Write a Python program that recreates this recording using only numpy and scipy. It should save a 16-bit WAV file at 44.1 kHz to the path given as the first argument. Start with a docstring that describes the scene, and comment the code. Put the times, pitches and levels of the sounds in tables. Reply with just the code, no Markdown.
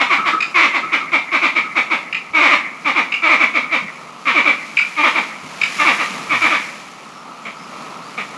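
"""Over a soft outdoor rush, a monkey scolds from the trees round a garden: volleys of harsh falling barks,
pulses and rasp rung through a closing mouth, at first with hoarse gasps for air between them. A second,
nearer animal cuts in with sharp chirps, and the wall of trees throws the calls back. A few soft low bumps
sound; later shaken branches rustle and the breeze gusts. At the end a small bird whistles
faintly and the scolding thins out to two far yaps."""
import sys
import numpy as np
from scipy import signal
from scipy.fft import rfft, irfft, next_fast_len
from scipy.io import wavfile
from scipy.ndimage import uniform_filter1d, minimum_filter1d, map_coordinates

SR = 44100
rng = np.random.default_rng(int(sys.argv[2]) if len(sys.argv) > 2 else 0)


def log_audio(samples):
    """Write samples as a 16-bit WAV file to the path given in sys.argv[1]."""
    # one column per channel
    frames = np.atleast_2d(samples).T
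    # limit to full scale, then quantise
    limited = np.clip(frames, -1, 1)
    pcm = np.round(limited * 32767).astype(np.int16)
    wavfile.write(sys.argv[1], SR, pcm)


N = 369116
T = np.arange(SR // 5) / SR  # time axis of one short sound, s


def amp(db):
    """Decibels to gain."""
    return 10 ** (np.asarray(db) / 20)


def unit(x):
    """Scaled to rms 1."""
    return x / np.sqrt(np.mean(x ** 2) + 1e-20)


def along(points, hz):
    """A curve of (Hz, value) points, read on a log frequency axis."""
    f, v = np.transpose(points)
    return np.interp(np.log(hz + 1), np.log(f + 1), v)


def wobble(rate, size):
    """A smooth random curve, rate knots a second."""
    return map_coordinates(rng.standard_normal(size // 20 + 4), [np.arange(size) * rate / SR], mode="mirror")


def filtered(x, response):
    """x through an EQ whose gain is a function of frequency."""
    m = next_fast_len(len(x) + 4096)
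    return irfft(rfft(x, m) * response(np.fft.rfftfreq(m, 1 / SR)), m)[:len(x)]


def coloured(x, spectrum):
    """x shaped by a (Hz, dB) spectrum, at rms 1."""
    return unit(filtered(x, lambda hz: amp(along(spectrum, hz))))


def resonance(x, centre, width):
    """x through a steep-sided resonance (centre and width in Hz), at rms 1."""
    return unit(filtered(x, lambda f: (1j * f * width / (centre ** 2 - f * f + 1j * f * width)) ** 2))


def swell(length, rise, fall):
    """Envelope of one short sound: opens, holds, closes."""
    attack = np.sin(np.pi / 2 * np.clip(T / rise, 0, 1))
    release = np.cos(np.pi / 2 * np.clip((T - length) / fall + .5, 0, 1)) ** 2
    return attack * release


def surges(rows):
    """Summed power of swells that grow to a peak and die away."""
    t = np.arange(N) / SR
    return sum((amp(db) * np.exp(-np.maximum((s - t) / rise, (t - s) / fall))) ** 2
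               for s, rise, fall, db in rows)


def add(track, s, sound):
    """Mix a sound into the track at time s."""
    part = track[max(round(s * SR), 0):][:len(sound)]
    part += sound[:len(part)]


def breeze_and_leaves():
    """A low rush swells in gusts; leaves rustle in tiny clumps, stirred by it or shaken with a branch."""
    # gusts of the breeze: peak_s, rise_s, fall_s, level_db
    gusts = [(0, .5, 1.2, -39.5), (6.2, 0.63, 0.27, -29.5), (7.75, 0.38, 2.2, -34.5)]
    # shaken branches: peak_s, rise_s, fall_s, level_db
    shakes = [(5.1, 0.76, 0.37, -35), (5.82, 0.17, 0.3, -25), (6.45, 0.16, 0.3, -29)]
    # colour of the rush: frequency_hz, density_db
    rush_spectrum = [(30, -13), (100, -22), (155, 0), (220, 0.5), (360, -8), (650, -5.5), (1050, -2),
                     (1300, 3), (1650, -25.5), (2300, -17.5), (3200, -25), (4200, -21), (6000, -40.5),
                     (9000, -55)]
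    # colour of the leaves: frequency_hz, density_db
    leaf_spectrum = [(300, -9), (1200, 5.5), (2400, 12.5), (3500, 4), (5200, 2.5), (7000, 0.5), (8500, -9),
                     (10200, -6), (12000, -18), (14500, -28)]
    calm_db, leaf_stir_db = -38, -6.5  # the bed under the gusts; stirred leaves relative to the rush
    breeze_level = np.sqrt(amp(calm_db) ** 2 + surges(gusts))
    leaf_level = np.sqrt((amp(leaf_stir_db) * breeze_level) ** 2 + surges(shakes))
    drift = lambda rate: amp(.8 * wobble(rate, N))
    rush = breeze_level * drift(7) * coloured(rng.standard_normal(N), rush_spectrum)
    clumps = rng.standard_normal(N) * amp(1.5 * wobble(400, N))
    return rush + leaf_level * drift(8.9) * coloured(clumps, leaf_spectrum)


def thuds():
    """Soft low bumps, each a short swell of narrow-band noise."""
    # bumps: start_s, length_s, pitch_hz, level_db
    bumps = [(2.3, .06, 85, -48), (3.815, 0.046, 185, -31.5), (5.43, .04, 181, -35),
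             (6.094, 0.13, 218, -42), (6.28, 0.21, 111, -43)]
    out = np.zeros(N)
    for s, length, hz, db in bumps:
        body = resonance(rng.standard_normal(len(T)), hz, 99)
        add(out, s, amp(db) * swell(length, 0.011, 0.038) * body)
    return out


def bird():
    """A small bird's thin, slightly wavering whistles, most of them arched in pitch."""
    # whistles: start_s, length_s, start_hz, middle_hz, end_hz, level_db
    whistles = [(7.13, .08, 5200, 5500, 5200, -55), (7.41, .08, 7200, 7100, 7000, -55),
                (7.555, .1, 4200, 5200, 4800, -49.5), (8.01, .1, 3800, 4700, 4500, -50)]
    out = np.zeros(N)
    for s, length, start_hz, middle_hz, end_hz, db in whistles:
        arch = np.polyfit([0, .5, 1], [start_hz, middle_hz, end_hz], 2)
        pitch = np.polyval(arch, np.clip(T / length, 0, 1)) * (1 + 0.016 * wobble(224, len(T)))
        tone = unit(np.sin(2 * np.pi * np.cumsum(pitch) / SR))
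        add(out, s, amp(db) * swell(length, 0.018, 0.024) * tone)
    return out


def scatter(x, decay, delay_s):
    """Echoes from trunks and foliage, drifting smoothly from one pattern to the next."""
    out, hop = np.zeros(N), SR // 3
    fade = np.sin(np.pi * np.arange(2 * hop) / (2 * hop))
    for start in range(-hop, N, hop):
        hz, t, noise = signal.stft(rng.standard_normal(SR * 3 // 4), SR, nperseg=256)
        tail = signal.istft(noise * amp(-60 * t / along(decay, hz)[:, None]), SR, nperseg=256)[1]
        tail = tail / np.sqrt(SR * along(decay, 2000) / np.log(1e6))  # a longer tail adds no energy
        first = max(start, 0)
        part = x[first:start + 2 * hop]
        add(out, first / SR + delay_s, signal.fftconvolve(part * fade[first - start:][:len(part)], tail))
    return out


def tree_echoes(near_send, far_send):
    """A short tail from the near trees, a long one from the far trees, a slap from the garden's edge."""
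    # decay among the near trees: frequency_hz, t60_s
    near_decay = [(200, 0.053), (1200, 0.23), (2300, 0.22), (8000, 0.34)]
    # decay among the far trees: frequency_hz, t60_s
    far_decay = [(200, 1), (1200, 0.84), (2300, 1), (4000, 0.2), (9000, 0.19)]
    # colour of the distinct echo from the far edge: frequency_hz, gain_db
    slap_eq = [(250, -24.5), (700, -31), (1300, -25), (2100, -12.5), (2600, -43), (6000, -28)]
    echoes = amp(-5.0) * scatter(near_send, near_decay, delay_s=.012)
    echoes += amp(-15.5) * scatter(far_send, far_decay, delay_s=.05)
    add(echoes, .142, filtered(far_send, lambda hz: amp(along(slap_eq, hz))))
    return echoes


def chirps():
    """A rough squeak drops onto the mouth resonance and ends in a gulp; a reflection doubles it."""
    # the second animal's chirps: start_s, level_db, roughness (0-1), overtone_db (relative)
    calls = [(.404, -12, .62, 0), (2.126, -12.5, .48, -7), (3.12, -10, .45, -5), (4.769, -6.5, .3, 0),
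             (5.613, -10, .55, 2)]
    # hoarse part of a chirp: frequency_hz, density_db
    hoarse_spectrum = [(900, -56), (1600, -12.5), (1950, -23), (2250, 6.5), (2800, -8), (3200, -28.5),
                       (3750, -10.5), (4250, -21), (5000, -16), (5700, -31.5), (7300, -25), (10000, -57)]
    pitch = 2402 * (.97 + 0.231 * np.exp(-T / 0.00324))
    out = np.zeros(N)
    for s, db, rough, overtone_db in calls:
        treble_shelf = [(3000, 0), (3700, overtone_db)]
        for delay_s in [0, .0195]:
            phase = 2 * np.pi * np.cumsum(pitch * (1 + 0.19 * rough * wobble(1340, len(T)))) / SR
            tone = unit(np.sin(phase) + amp(-30.5) * np.sin(2 * phase))
            hoarse = coloured(rng.standard_normal(len(T)), hoarse_spectrum)
            squeak = filtered((1 - rough) * tone + rough * hoarse, lambda hz: amp(along(treble_shelf, hz)))
            add(out, s + delay_s, amp(db) * swell(.0115, .003, .009) * unit(squeak))
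            gulp = swell(0.0077, 0.0063, 0.011) * resonance(rng.standard_normal(len(T)), 1307, 200)
            add(out, s + delay_s + .007, amp(db + overtone_db - 9) * gulp)
    return out


def gasps():
    """After some barks the monkey draws air through its narrowed throat: a hoarse arched hoot."""
    # in-breaths: start_s, level_db
    breaths = [(.181, -11.5), (.328, -12), (.826, -17.5), (1.008, -21.5), (1.638, -22.5), (3.634, -23)]
    length_s = 0.0308
    arch = 1 - 0.14 * (np.clip(T / length_s, 0, 1.1) - .4) ** 2
    out = np.zeros(N)
    for s, db in breaths:
        pitch = 1295 * arch * (1 + 0.0055 * wobble(360, len(T)))
        hoot = np.sin(2 * np.pi * np.cumsum(pitch) / SR)
        hoarse = .5 * resonance(rng.standard_normal(len(T)), 1240, 280)
        hoarse += 0.19 * resonance(rng.standard_normal(len(T)), 268, 210)
        add(out, s, amp(db) * swell(length_s, 0.0073, 0.024) * (hoot + hoarse))
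    return out


def bark(length, start_hz, end_hz, db, harsh_db, closure, catch_s, ringing, chest_db):
    """The pitch sags and the mouth closes as the air runs out; a ringing start breaks up into rasp."""
    # colour of the rasp: frequency_hz, density_db
    rasp_spectrum = [(120, -55), (300, -36), (450, -12), (800, -4), (1100, -7.5), (1500, 0), (2000, -2),
                     (2600, 0.5), (3100, -5), (3700, -7), (4600, -16), (7000, -24.5), (10000, -41),
                     (15000, -53)]
    # lowest harmonics, the chest of the voice: multiple, level_db
    chest_harmonics = [(1, 0), (2, -3), (3, -3), (4, -33)]
    progress = np.clip(T / length, 0, 1.15)
    unsteady = 1 + .011 * wobble(504, len(T)) + .017 * wobble(70.6, len(T))  # fast jitter, slow waver
    pitch = (start_hz + (end_hz - start_hz) * progress ** 1.25) * unsteady
    phase = 2 * np.pi * np.cumsum(pitch) / SR
    pulses = unit(np.cos(np.outer(np.arange(1, 19), phase) + rng.uniform(0, np.pi, (18, 1))).sum(0))
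    puffs = lambda: unit(rng.standard_normal(len(T)) * (1 + 0.27 * np.cos(phase)))  # air, once a cycle
    voice = lambda hz, width: unit(resonance(pulses, hz, width) + .45 * resonance(puffs(), hz, width))
    closing = np.pi / 2 * np.clip((progress - .3) / 0.79, 0, 1)

    def slide(hz, width, drop):
        """A resonance crossfades into a lower, wider, weaker one."""
        return np.cos(closing) * voice(hz, width) + 0.52 * np.sin(closing) * voice(hz * drop, width * 1.44)

    strain = amp(harsh_db)  # a harsher bark blurs the mouth resonance and drags it lower
    mouth = slide(2246 - 13.5 * harsh_db, width=430 * strain, drop=1 - closure * strain)
    throat = amp(harsh_db - 2.5) * slide(1192, width=250, drop=0.841)
    grit = unit(coloured(puffs(), rasp_spectrum) + 1.1 * coloured(pulses, rasp_spectrum))
    rasp = amp(harsh_db - 2.5 - 10 * ringing * np.clip(1 - progress / 0.51, 0, 1)) * grit
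    chest = sum(amp(level) * np.sin(k * phase + rng.uniform(0, 2 * np.pi)) for k, level in chest_harmonics)
    push = amp(-7 * np.clip((catch_s - T) / 0.0066, 0, 1))  # catches weakly, then jumps to full strength
    upper = push * swell(length, 0.0011, 0.037) * (mouth + throat + rasp)
    return amp(db) * (upper + amp(chest_db) * swell(length, catch_s + 0.013, 0.051) * chest)


def scolding_monkey():
    """Near volleys, each bark pitched by the rest before it and the haste of the next; then far yaps."""
    # barks: start_s, length_s, level_db, harshness_db (rasp and throat against the mouth resonance)
    volleys = [(0, 0.025, -5.5, 0.5), (0.094, 0.061, -12, 0), (0.251, 0.053, -15.5, 4),
               (0.543, 0.063, -9.5, 0.5), (0.599, 0.065, -11, 1.5), (.733, .052, -13.5, 0),
               (0.918, 0.044, -10, -1.5), (1.118, 0.053, -10, -3), (1.316, .055, -11, -1),
               (1.414, 0.058, -9.5, -2.5), (1.551, 0.04, -10, -3), (1.754, 0.045, -10, -2),
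               (1.901, 0.049, -10.5, -3), (2.334, .083, -10.5, -3), (2.403, 0.08, -9, -1),
               (2.492, 0.059, -9.5, 0), (2.847, 0.062, -10.5, -3.5), (2.95, 0.057, -9.5, -3),
               (3.221, 0.07, -11.5, -2.5), (3.283, 0.073, -9, -2.5), (3.392, 0.059, -9.5, -3),
               (3.539, .05, -10.5, -3.5), (3.712, .059, -12.5, -1.5), (4.255, .06, -12.5, -0.5),
               (4.34, .064, -7.5, -4.5), (4.444, 0.062, -9, -3.5), (4.965, 0.064, -12.5, -3),
               (5.026, 0.062, -10, -0.5), (5.141, 0.059, -12, -2), (5.785, 0.055, -12.5, 0),
               (5.842, 0.072, -9, -2), (5.98, 0.053, -15.5, 0), (6.293, .068, -13, -2),
               (6.409, 0.067, -11, -0.5), (6.492, .072, -13.5, 0)]
    # abrupt far yaps, fairly clear and with more chest than a bark: start_s, level_db
    yaps = [(7.452, -23.5), (8.176, -19.5)]
    slack_hz_per_s, full_rest_s = 140, 0.51  # the longer the rest before a bark, the lower it starts
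    run_on_s = .075  # a bark that runs on into the next one falls less far in pitch
    closing_per_s, tiring_per_s = 1.0, 0.26  # the mouth resonance sinks faster as the monkey tires
    out = np.zeros(N)
    gaps = np.diff([-np.inf, *np.transpose(volleys)[0], np.inf])
    for (s, length, db, harsh_db), before, after in zip(volleys, gaps, gaps[1:]):
        rest = min(before, full_rest_s)
        alarm = 1 + .12 * np.exp(-s / 1.202)  # the first alarm raises the pitch, then fades
        start_hz = alarm * (381.4 - slack_hz_per_s * rest)
        end_hz = alarm * (285 if after < run_on_s else 225.65)
        closure = closing_per_s * length * (1 + tiring_per_s * s)
        catch_s = 0.013 + 0.0055 * rest  # the weak start lasts longer after a rest
        add(out, s, bark(length, start_hz, end_hz, db, harsh_db, closure, catch_s,
                         ringing=.52, chest_db=-12))
    for s, db in yaps:
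        add(out, s, bark(length=.034, start_hz=250, end_hz=200, db=db, harsh_db=-2.5,
                         closure=0.17, catch_s=.001, ringing=0, chest_db=-8.5))
    return out


def scene():
    """Calls, echoes and garden air; the chirping animal is nearer, so the far trees answer it less."""
    tree_calls = scolding_monkey() + gasps() + bird()
    near_chirps = chirps()
    calls = tree_calls + near_chirps
    echoes = tree_echoes(near_send=calls, far_send=tree_calls + amp(-2.5) * near_chirps)
    return (amp(-3.5) * calls + echoes + thuds() + breeze_and_leaves())[None]


def record(dry):
    """A low cut takes out the deep bass, a limiter holds the highest peaks, a steep high cut follows."""
    low_cut_hz, ceiling, high_cut_hz = 65, .95, 14400
    x = filtered(dry[0], lambda hz: hz ** 2 / (hz ** 2 + low_cut_hz ** 2))
    needed_gain = np.minimum(1, ceiling / (np.abs(x) + 1e-9))
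    gain = uniform_filter1d(minimum_filter1d(needed_gain, size=301), size=301)
    return filtered(x * gain, lambda hz: hz < high_cut_hz)[None]


dry = scene()
out = record(dry)
log_audio(out)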